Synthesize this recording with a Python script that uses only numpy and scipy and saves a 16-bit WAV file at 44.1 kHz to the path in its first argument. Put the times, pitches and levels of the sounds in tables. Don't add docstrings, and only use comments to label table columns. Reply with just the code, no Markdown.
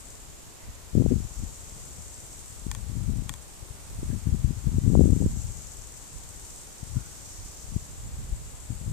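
import sys
import numpy as np
from scipy import signal
from scipy.fft import rfft, irfft, next_fast_len
from scipy.io import wavfile
from scipy.ndimage import uniform_filter1d

SR = 44100
rng = np.random.default_rng(int(sys.argv[2]) if len(sys.argv) > 2 else 0)


def store_wav(level_fs):
    pcm = np.round(np.clip(np.atleast_2d(level_fs), -1, 1) * 32767)
    wavfile.write(sys.argv[1], SR, pcm.T.astype(np.int16))


N = 393372


def undb(db):
    return 10 ** (np.asarray(db) / 20)


def unit(x):
    return x / np.sqrt(np.mean(x ** 2))


def curves(table):
    times, *columns = np.transpose(table)
    return [np.interp(np.arange(N) / SR, times, column) for column in columns]


def pan(db):
    return undb(np.array([[.5], [-.5]]) * db) / np.sqrt((undb(db) + undb(-db)) / 2)


def walk(rate_hz):
    hold = int(SR / rate_hz)
    steps = np.repeat(rng.standard_normal(N // hold + 1), hold)
    return 1.36 * uniform_filter1d(uniform_filter1d(steps, hold), hold)[:N]


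def noise(colour, channels=2):
    hz, db = np.transpose(colour)
    size = next_fast_len(N, True)
    gain = undb(np.interp(np.log1p(np.fft.rfftfreq(size, 1 / SR)), np.log(hz), db))
    white = rng.standard_normal((channels, size))
    return unit(irfft(rfft(white) * gain, size)[:, :N])


def add(out, sound, start):
    a, b = max(start, 0), min(start + sound.shape[-1], N)
    if b > a:
        out[..., a:b] += sound[..., a - start:b - start]


def far_trees(level_db=-49.0, sway_db=0.23, shared=0.26, pan_db=0.34):
    # frequency in Hz, relative level in dB.
    spectrum = [(25, 16), (80, 13.5), (180, 10.5), (400, 9), (650, 6.5), (1000, 5), (1600, 0), (2600, -1),
                (4500, -1.5), (9000, -2), (14500, -8)]
    rush = unit(noise(spectrum) + shared * noise(spectrum, channels=1))
    return rush * undb(level_db + sway_db * walk(2.1)) * pan(pan_db)


def far_bird(attack_s=0.035, fade_s=0.24, blur_hz=45, echo_db=-1, echo_breadth=.15):
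    # start in seconds, level in dB, starting pitch in Hz, glide in Hz per second.
    calls = [(.57, -57.5, 2040, -700), (6.94, -55.5, 1387, 600)]
    t, out = np.arange(N) / SR, np.zeros((2, N))
    for start_s, db, hz, glide in calls:
        age = np.maximum(t - start_s, 0)
        pitch_hz = hz + glide * np.minimum(age, fade_s)
        tone = np.sin(2 * np.pi * np.cumsum(pitch_hz) / SR)
        note = np.array([walk(blur_hz) for _ in range(2)]) * np.exp(-age / (fade_s / 2))
        echo = np.array([walk(2 * echo_breadth * hz) for _ in range(2)]) * np.exp(-(age / fade_s) ** 2)
        onset = 1 - np.exp(-age / attack_s)
        out += undb(db) * onset * (note + undb(echo_db) * echo) * tone
    return out


def finger_rub(at_s=4.115, length_s=0.015, level_db=-55, centre_hz=1900):
    t = np.arange(N) / SR
    rub = noise([(centre_hz / 2, -14), (centre_hz, 0), (centre_hz * 2, -22), (SR / 2, -40)])
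    return rub * undb(level_db) * np.exp(-((t - at_s) / length_s) ** 2)


def control_clicks(snap_db=-10, snap_s=0.0016, contact_s=.0001, detune=0.012, scatter_db=1.5):
    # start in seconds, peak before panning in dB, pan in dB.
    clicks = [(2.7143, -16.5, 11), (2.7493, -20.5, 14), (3.2935, -15, 12), (3.3387, -24.5, 13)]
    # mode frequency in Hz, relative level in dB, time to decay by 60 dB in seconds.
    body_modes = [(837, -19.5, 0.029), (1060, -12, 0.021), (1490, -22.5, .024), (1820, -17, 0.028),
                  (2370, -17.5, 0.024), (3350, -12.5, 0.015), (4810, -11, 0.0057), (6580, -5.5, 0.0088),
                  (7500, -1.5, 0.0026), (8740, -2.5, 0.0037), (13600, -21, .003)]
    t, out = np.arange(SR // 20) / SR, np.zeros((2, N))
    hz, db, t60 = np.transpose(body_modes)[:, :, None]
    polarity = (-1) ** np.arange(len(body_modes))[:, None]
    share = polarity * undb(db + scatter_db * rng.standard_normal((2, len(body_modes), 1)))
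    decay = np.exp(-np.log(1000) * t / t60)
    for start_s, peak_db, pan_db in clicks:
        tuning = 1 + detune * rng.standard_normal(share.shape)
        ring = (share * decay * np.sin(2 * np.pi * hz * tuning * t)).sum(1)
        snap = undb(snap_db) * np.exp(-t / snap_s) * rng.standard_normal(ring.shape)
        click = (ring + snap) * (1 - np.exp(-t / contact_s))
        add(out, click / np.abs(click).max() * undb(peak_db) * pan(pan_db), int(start_s * SR))
    return out


def wing_rasp(breadth, channels=2):
    # frequency in Hz, relative level for one kind in dB, for many kinds in dB.
    spectra = [(3000, -35, -30), (4740, -30, -13.5), (5620, -14.5, -7.5), (6500, -6.5, -3.5),
               (7400, 0, -2.5), (8270, -5, -2), (9100, -15, -6.5), (10100, -23, -18), (14200, -24, -19.5)]
    hz, one_db, many_db = np.transpose(spectra)
    one, many = (noise(np.column_stack([hz, db]), channels) for db in (one_db, many_db))
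    return np.sqrt(1 - breadth) * one + np.sqrt(breadth) * many


def grasshoppers(level_db=2, flicker_db=0.87, stroke_db=0.5, unsteady=0.013, direct=0.35, rasp_hz=7400):
    # time in seconds, level in dB, pan in dB, band centre in Hz, breadth from 0 to 1.
    chorus = [(0, -51.5, 2, 7570, .4), (.12, -50, 4.5, 7520, .35), (.25, -53.5, -1, 7300, 0.2),
              (.8, -55.5, 0, 7190, 0.4), (1.37, -49, 1.5, 7255, 0.33), (2.5, -48.5, 1.3, 7545, 0.6),
              (2.85, -53, -0.5, 7470, .6), (3.55, -53, -0.5, 7600, 0.75), (4.1, -51.8, -1.5, 7550, 0.7),
              (4.45, -53, 1, 7400, 0.35), (5.1, -48, 1.5, 7380, .2), (5.6, -47.5, 3.5, 7250, 0.3),
              (6.05, -49.5, 3.5, 7340, .4), (6.61, -48, 1.5, 7490, 0.7), (6.67, -50.5, .5, 7430, .8),
              (7.5, -48, 1, 7100, 0.83), (8.1, -52, 2, 7450, 0.22), (8.92, -50, 4.5, 7580, 0.08)]
    # time in seconds, leg strokes per second, level re the chorus in dB.
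    soloist = [(0, 20, -5.5), (1.4, 20.2, -10), (2.9, 13, -8), (4, 21.4, -9), (4.7, 17.3, -12),
               (5.6, 20.2, -6), (6.5, 18.3, -7), (8, 17.7, -17), (8.9, 20.3, -6)]
    # place from 0 to 1, width in cycles, relative level in dB.
    scrapes = [(.15, 0.03, 5), (.48, 0.029, -1.5), (.76, 0.026, -10.5)]
    db, pan_db, centre_hz, breadth = curves(chorus)
    stroke_hz, solo_db = curves(soloist)
    cycle = np.cumsum(stroke_hz * (1 + unsteady * walk(5.4))) / SR % 1
    pulses = sum(undb(size) * np.exp(-.5 * ((cycle - at) / width) ** 2) for at, width, size in scrapes)
    pulses *= undb(stroke_db * walk(30))
    near = unit(pulses * (wing_rasp(breadth) + direct * wing_rasp(breadth, channels=1)))
    far = wing_rasp(breadth) * undb(flicker_db * walk(90))
    song = (far + undb(solo_db) * near) / np.sqrt(1 + undb(2 * solo_db))
    slide = np.exp(2j * np.pi * np.cumsum(centre_hz - rasp_hz) / SR)
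    song = np.real(signal.hilbert(song, next_fast_len(N))[:, :N] * slide)
    return song * undb(db + level_db) * pan(pan_db)


def eddy(half_s, angle):
    reach = int(8 * half_s * SR)
    u = np.arange(-reach, reach + 1) / (half_s * SR)
    odd, even = np.tanh(-u), 1 / np.cosh(u) ** 2 - .5
    return 2 * (np.cos(angle) * odd + np.sin(angle) * even) / np.cosh(u)


def port(pressure, leak_hz=40, inlet_hz=620):
    leaked = signal.sosfilt(signal.butter(2, leak_hz, "high", fs=SR, output="sos"), pressure)
    return signal.sosfilt(signal.butter(2, inlet_hz, fs=SR, output="sos"), leaked)


def wind_level(side, breeze_db=(-47, -53.5), wander_db=2.5, roundness=1.27):
    # crest time in seconds, left and right levels in dB, rise and fall in seconds.
    gusts = [(.67, -33, -35, .018, 0.041), (.975, -12, -34, 0.02, 0.074), (1.11, -16.5, -36, 0.062, .1),
             (1.42, -21.5, -39, 0.038, 0.044), (1.7, -44, -50, 0.3, 0.78), (2.68, -27.5, -55, .025, 0.068),
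             (3.14, -22, -58, 0.29, 0.13), (4.03, -29.5, -30.5, .1, 0.042), (4.13, -21.5, -48, 0.07, 0.049),
             (4.33, -18, -33, 0.059, 0.052), (4.471, -22, -39, 0.058, 0.11),
             (4.67, -16.5, -39, 0.019, 0.03), (4.75, -18.5, -26, 0.026, .04),
             (4.99, -11.5, -32.5, 0.14, .25), (5.27, -34, -23.5, 0.029, 0.053),
             (5.46, -29, -36, 0.047, 0.053), (5.77, -38, -55, .02, 0.12), (6.15, -46, -34.5, 0.014, 0.059),
             (6.38, -42, -54, 0.16, 0.13), (6.97, -23, -45, 0.048, 0.032), (7.43, -42, -37, 0.094, .08),
             (7.75, -30.5, -41, 0.095, 0.052), (8.16, -36, -33.5, 0.26, 0.41),
             (8.71, -30.5, -53, 0.027, 0.14), (8.9, -24, -31, 0.053, 0.08)]
    t = np.arange(N) / SR
    power = undb(breeze_db[side] + wander_db * walk(24)) ** 2
    for crest_s, *port_db, rise_s, fall_s in gusts:
        away = np.abs(t - crest_s) / np.where(t < crest_s, rise_s, fall_s)
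        close = away < 10
        swell = np.exp(-away[close] ** roundness)
        power[close] += (undb(port_db[side]) * swell) ** 2
    return 10 * np.log10(power)


def turbulence(db, calm_half_s=0.0041, brisk_db=-30.0, spread=0.51, scatter_db=8, flutter_db=4.0,
               trim_db=-0.57, count=1900):
    speed = np.sqrt(undb(db - brisk_db))
    half_s = calm_half_s / np.sqrt(1 + speed ** 2)
    stream = np.zeros(N)
    for k, (jitter, turn, length, size) in enumerate(rng.uniform(-1.033, 1, (count, 4))):
        at = int((k + (jitter + 1) / 2) / count * (N - 1))
        puff = eddy(half_s[at] * np.exp(spread * length), np.pi * turn)
        add(stream, puff * undb(scatter_db * size), at - len(puff) // 2)
    rumble = port(stream * undb(flutter_db * walk(60)))
    power = uniform_filter1d(uniform_filter1d(rumble ** 2, size=2000), size=2000)
    return rumble / np.sqrt(np.abs(power) + 1e-9) * undb(db + trim_db)


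def buffets(angle_spread=0.81):
    # time in seconds, strength in dB, half length in seconds, pan in dB.
    hard_eddies = [(.953, -9, 0.00089, 33), (1.022, -13, 0.0007, 31), (1.062, -7.5, 0.00076, 37),
                   (1.121, -6, 0.00096, 26), (2.667, -18, 0.0014, 28), (3.095, -14.5, 0.0017, 26),
                   (3.629, -25.5, 0.0033, 27), (3.708, -24.5, 0.0036, 21), (4.031, -16.5, .0012, 16),
                   (4.271, -12, .0016, 19), (4.446, -6.5, 0.0021, 32), (4.784, -9.5, .0013, 28),
                   (4.878, -5.5, 0.0017, 37), (4.953, -5.5, 0.00039, 36), (4.994, -2, 0.0011, 36),
                   (5.009, -5.5, 0.00075, 35), (5.057, -6, 0.001, 30), (5.132, -8, 0.0012, 28),
                   (5.223, -16.5, 0.00055, 25), (5.261, -8.5, 0.0011, -27), (6.831, -21.5, 0.0022, 24),
                   (6.968, -14, 0.0018, 28), (7.764, -12.5, .0016, 31), (8.327, -14.5, 0.0045, 13),
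                   (8.705, -17.5, 0.0018, 21)]
    out = np.zeros((2, N))
    for at_s, db, half_s, pan_db in hard_eddies:
        puff = eddy(half_s, angle_spread * rng.standard_normal())
        add(out, puff * undb(db) * pan(pan_db) / np.sqrt(2), int(at_s * SR) - len(puff) // 2)
    return port(out)


def scene():
    wind = np.array([turbulence(wind_level(side)) for side in range(2)]) + buffets()
    return wind + grasshoppers() + far_trees() + far_bird() + control_clicks() + finger_rub()


def record(dry, top_hz=14600):
    return signal.sosfilt(signal.ellip(10, .1, 80, top_hz, fs=SR, output="sos"), dry)


dry = scene()
out = record(dry)
store_wav(out)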